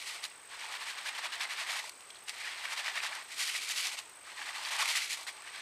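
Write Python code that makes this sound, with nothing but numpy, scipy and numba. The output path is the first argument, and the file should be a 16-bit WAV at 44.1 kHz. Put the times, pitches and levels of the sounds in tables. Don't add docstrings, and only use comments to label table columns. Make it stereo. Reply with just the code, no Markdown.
import sys
import numpy as np
from scipy import signal
from scipy.fft import rfft, irfft
from scipy.io import wavfile
from scipy.ndimage import uniform_filter1d
from numba import njit

SR = 44100
rng = np.random.default_rng(int(sys.argv[2]) if len(sys.argv) > 2 else 0)


def store_wav(level_fs):
    pcm = np.round(np.clip(np.atleast_2d(level_fs), -1, 1) * 32767)
    wavfile.write(sys.argv[1], SR, pcm.T.astype(np.int16))


N = 247634
t = np.arange(N) / SR

# pitch_hz, gain_db
HISS_TONE = [(1200, -64), (2500, -7.5), (4000, 5.5), (6000, 2), (8500, 0.5), (11000, -5.5), (13000, -12.5),
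             (15500, -29)]


def colander():
    # time_s, brightness (0 dull and wet, 1 bright and drained)
    brightness_curve = [(0.0, 1), (0.2, 0.64), (0.45, 0.042), (0.75, 0.33), (1.05, 0.27), (1.3, 0.065),
                        (1.7, 0.3), (1.9, 0.85), (2.3, 0.37), (2.5, 0.079), (2.7, 0.52), (2.85, 0.11),
                        (3.2, 0.33), (3.38, 0.9), (3.9, .98), (4.2, .02), (4.6, 0.32), (4.9, 0.74),
                        (5.25, 0.91), (5.45, 0.023), (5.62, .02)]
    brightness = np.interp(t, *np.transpose(brightness_curve))
    gravel_gain, water_gain, sand_gain = shaking(brightness)
    hiss = undb(5.5) * sand_gain * sand(brightness)
    flutter = uniform_filter1d(uniform_filter1d(rng.standard_normal(N), size=400), size=400)
    load = undb(0.93 * unit(flutter)) * (gravel_gain * gravel(brightness) + hiss)
    sound = load + water_gain * water() + knocks() + drips() + spray()
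    return signal.sosfilt(signal.butter(4, 608, "high", fs=SR, output="sos"), sound)


def shaking(brightness):
    # time_s, level_db, half_length_ms
    shakes = [(0.087, -44, 24), (0.136, -46, 31), (0.541, -48, 34), (0.631, -45, 40), (0.73, -44, 32),
              (0.767, -45.5, 7), (0.822, -43.5, 20), (0.892, -41, 32), (0.986, -42, 8.3), (1.078, -37, 20),
              (1.158, -40.5, 12), (1.188, -38, 9), (1.252, -37, 18), (1.342, -40, 18), (1.426, -36, 23),
              (1.52, -39, 20), (1.605, -38.5, 31), (1.708, -37, 32), (1.777, -38.5, 26.6),
              (1.858, -48.5, 32), (2.383, -48, 48), (2.414, -44.5, 18), (2.468, -42.5, 27),
              (2.524, -45, 14), (2.652, -42, 12), (2.725, -38.5, 19), (2.79, -37.5, 19), (2.876, -38.5, 32),
              (2.968, -38, 22), (3.048, -37.5, 24.5), (3.153, -47.5, 59), (3.323, -46.5, 28),
              (3.375, -46.5, 15), (3.415, -34.5, 25.5), (3.482, -39.5, 28), (3.557, -39.5, 27),
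              (3.637, -43, 18), (3.709, -37.5, 17.5), (3.788, -37, 26), (3.86, -38, 30), (3.935, -44.5, 18),
              (4.3, -49.5, 48), (4.403, -43.5, 35), (4.484, -42.5, 28), (4.578, -44, 36), (4.664, -43, 50),
              (4.742, -37, 24), (4.814, -32, 23), (4.857, -41, 9.2), (4.898, -35, 28), (4.967, -31.5, 14),
              (5.02, -42, 61), (5.124, -37.5, 24.4), (5.191, -47.5, 25), (5.227, -52, 22), (5.483, -49, 23),
              (5.575, -47, 49)]
    # start_s, end_s, start_db, end_db
    slides = [(0.0, 0.18, -47, -50), (0.692, 1.75, -47, -45.5), (2.48, 3.148, -44, -44.5),
              (3.505, 3.86, -43.5, -42.5), (4.453, 4.973, -49.5, -37), (5.376, 5.62, -53, -55.5)]
    # time_s, level_db
    landings = [(0.246, -42), (2.293, -45), (3.987, -44.5), (5.285, -42)]
    # time_s, level_db
    sloshing = [(0.0, -17), (0.2, -7.5), (0.6, -6.5), (1.0, -9), (1.7, -9.5), (1.9, -5.5), (2.35, -9.5),
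                (2.5, -14.5), (2.65, -10), (2.95, -11), (3.2, -5), (3.4, -18.5), (3.8, -20.5), (3.95, -7),
                (4.6, -7), (4.7, -9.5), (4.82, -4), (4.95, -18.5), (5.12, -22), (5.2, -3), (5.62, -9.5)]
    slide_db = np.full(N, -58.5)
    for start, end, start_db, end_db in slides:
        fade_db = 104 * (start - t).clip(0) + 91 * (t - end).clip(0)
        slide_db = np.maximum(slide_db, np.interp(t, [start, end], [start_db, end_db]) - fade_db)
    slide, strokes = power(slide_db), swells(shakes)
    slaps = swells([(at, db, 15) for at, db in landings])
    for at, db in landings:
        slaps += (t > at) * power(db - 7.5 - 60 * (t - at).clip(0) / 0.32)
    water_db = np.interp(t, *np.transpose(sloshing))
    sand_db = -15.5 + 10.5 * brightness
    water_power = power(water_db) * (strokes + power(2.5) * slide) + power(-8.5) * slaps
    sand_power = power(sand_db) * (strokes + power(-3.5) * slide) + power(-7.5) * slaps
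    return np.sqrt([slide + strokes + slaps, water_power, sand_power])


def gravel(brightness, count=30000):
    # pitch_hz, gain_db
    tick_tone = [(500, -60.5), (1200, -2.5), (1550, -0.5), (1800, -12.5), (2200, 3.5), (3000, 3),
                 (4500, -1.5), (6500, -12), (10000, -28)]
    when, length, size = rng.random((count, 3)).T
    base_hz = 1650 + 110 * rng.standard_normal(count) + 300 * brightness[(when * N).astype(int)]
    hz = base_hz * 2 ** (0.445 * rng.exponential(1, count)).clip(0, 2.5)
    bowl = rings(when * N / SR, hz, cycles=4 + 6 * length, db=-2.8 * np.log(size))
    ticks = colour(impacts(per_s=9000, spread_db=3.0), tick_tone)
    return unit(ticks + undb(0.5) * unit(bowl))


def sand(brightness):
    hiss = colour(impacts(per_s=15000, spread_db=3.5), HISS_TONE)
    treble = np.diff(hiss, n=2, prepend=[0, 0])
    return hiss + undb(-19.5) * brightness * treble


def water(count=6000):
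    when, length, size = rng.random((count, 3)).T
    hz = 1060 * 2 ** (0.321 * rng.standard_normal(count))
    db = -2.2 * np.log(size).clip(-4)
    return unit(rings(when * N / SR, hz, cycles=3.9 + 4 * length, db=db, rise=0.109))


def knocks():
    # start_s, ring_db, pitch_hz, crack_above_ring_db
    knocks_and_plops = [(0.025, -33, 2430, -8), (0.24, -33, 4200, -2), (0.252, -27, 3580, -12),
                        (0.762, -39, 1670, -16), (1.19, -33.5, 910, -15), (1.841, -35, 970, -12),
                        (1.894, -34, 2180, 0), (2.007, -43, 2690, -3), (2.104, -38.5, 2620, -3),
                        (2.284, -29, 2920, -20), (2.295, -29, 2670, -3), (2.655, -25, 2290, -21),
                        (2.723, -26, 1820, -26), (2.881, -20.5, 1900, -29), (3.034, -25, 2000, -24),
                        (3.152, -36, 2400, -1), (3.159, -35, 1900, -15), (3.397, -41, 2300, -4),
                        (3.989, -28.5, 2840, -2), (4.826, -24.5, 1090, -6), (4.857, -22, 2450, -8),
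                        (4.889, -33, 2220, 2), (4.913, -42, 2100, -17), (4.968, -26, 2290, -13),
                        (5.268, -34, 1800, -18), (5.421, -42, 2500, -4), (5.476, -33, 2200, -15)]
    start_s, db, hz, crack_db = np.transpose(knocks_and_plops)
    hits = np.zeros(N)
    hits[(start_s * SR).astype(int)] = undb(db + crack_db)
    fades = signal.lfilter([1], [1, -np.exp(-1 / (0.0023 * SR))], hits)
    cracks = fades * colour(rng.standard_normal(N), HISS_TONE)
    return cracks + rings(start_s, hz, cycles=3.05, db=db)


def drips():
    # start_s, level_db, pitch_hz
    drops = [(2.107, -39, 3120), (2.146, -43, 3050), (2.157, -42, 3960), (2.170, -44, 3360),
             (2.168, -64, 630), (5.378, -43, 2500)]
    start_s, db, hz = np.transpose(drops)
    return rings(start_s, hz, cycles=7.4, db=db, rise=0.073)


def spray(per_s=77):
    when, pitch, size = rng.random((int(per_s * N / SR), 3)).T
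    hz = 7000 * 2 ** (.95 * pitch)
    return undb(-74) * unit(rings(when * N / SR, hz, cycles=2.5, db=-5 * np.log(size).clip(-4)))


def echo(sound, fade_s=0.23):
    tail = rng.standard_normal(4000) * undb(-60 * t[:4000] / fade_s)
    return undb(-15.5) * signal.fftconvolve(sound, tail / np.linalg.norm(tail))[:N]


def crickets(throb_hz=51.914):
    # pitch_hz, pitch_spread_hz, level_db
    insects = [(8330, 36.3, -58), (7960, 120, -65)]
    out = 0
    for k, (hz, spread_hz, db) in enumerate(insects):
        turns = (t - .0122) * throb_hz + 1.5 - .28 * k
        detune, extra_db = rng.standard_normal((int(turns[-1]) + 1, 2))[turns.astype(int)].T
        wing = np.sin(np.cumsum(2 * np.pi * (hz + spread_hz * detune) / SR))
        rasp = 1 + .25 * unit(uniform_filter1d(rng.standard_normal(N), size=60))
        throb = np.exp(-((turns % 1 - .5) / .23) ** 2)
        out = out + undb(db + extra_db) * unit(wing * rasp * throb)
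    return out


def air():
    # pitch_hz, gain_db
    wash_tone = [(25, -23), (45, -22), (75, -14), (93, -10), (101, -8.5), (110, -15), (140, -16.5),
                 (250, -11.5), (385, -4.5), (1000, -5.5), (1500, -4.5), (3000, -22), (6900, -11.5),
                 (10000, -14), (12000, -29), (15500, -20)]
    wash = undb(-59.5) * colour(rng.standard_normal(N), wash_tone, size=4096)
    whine = undb(-81) * np.sin(2 * np.pi * 14985 * t) + undb(-84) * np.sin(2 * np.pi * 9990 * t)
    return wash + whine


def side_noise():
    # pitch_hz, gain_db
    side_tone = [(80, -51), (300, -4), (700, 3), (2000, -27.5), (9000, -26), (15000, -12)]
    return undb(-82) * colour(rng.standard_normal(N), side_tone)


def undb(db):
    return 10 ** (np.asarray(db) / 20)


def power(db):
    return undb(2 * db)


def unit(x):
    return x / np.sqrt(np.mean(x ** 2))


def colour(x, tone, size=1024):
    hz, db = np.transpose(tone)
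    bin_hz = np.arange(size // 2 + 1) * SR / size + 1
    log_gain = np.log(undb(np.interp(np.log(bin_hz), np.log(hz), db)))
    folded = irfft(log_gain)
    folded[1:size // 2] *= 2
    folded[size // 2 + 1:] = 0
    return unit(signal.fftconvolve(x, irfft(np.exp(rfft(folded))))[:N])


def swells(rows):
    total = np.zeros(N)
    for at, db, half_ms in rows:
        near = np.abs(t - at) < .12
        total[near] += power(db) * np.exp(-np.abs((t[near] - at) * 1000 / half_ms) ** 3.05)
    return total


def impacts(per_s, spread_db):
    hit = rng.random(N) < per_s / SR
    return hit * rng.choice([-1, 1], N) * undb(spread_db * np.minimum(rng.exponential(1, N), 6.5))


def rings(start_s, hz, cycles, db, rise=0):
    life = cycles * SR / hz
    start = (start_s * SR).astype(np.int64)
    return fading_sines(N, start, 2 * np.pi * hz / SR, np.exp(-1 / life), (1 + rise) ** (1 / life), undb(db))


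@njit
def fading_sines(n, start, step, decay, glide, size):
    out = np.zeros(n)
    for k in range(len(start)):
        level, phase, speed, i = size[k], 0., step[k], start[k]
        while level > size[k] * .005 and i < n:
            out[i] += level * np.sin(phase)
            phase += speed
            speed = min(speed * glide[k], 2.8)
            level *= decay[k]
            i += 1
    return out


def scene():
    bowl = colander()
    middle = bowl + echo(bowl) + air() + crickets()
    side = side_noise()
    return np.array([middle + side, middle - side])


def record(dry, top_hz=15300):
    return signal.sosfilt(signal.ellip(10, .2, 70, top_hz, fs=SR, output="sos"), dry)


dry = scene()
out = record(dry)
store_wav(out)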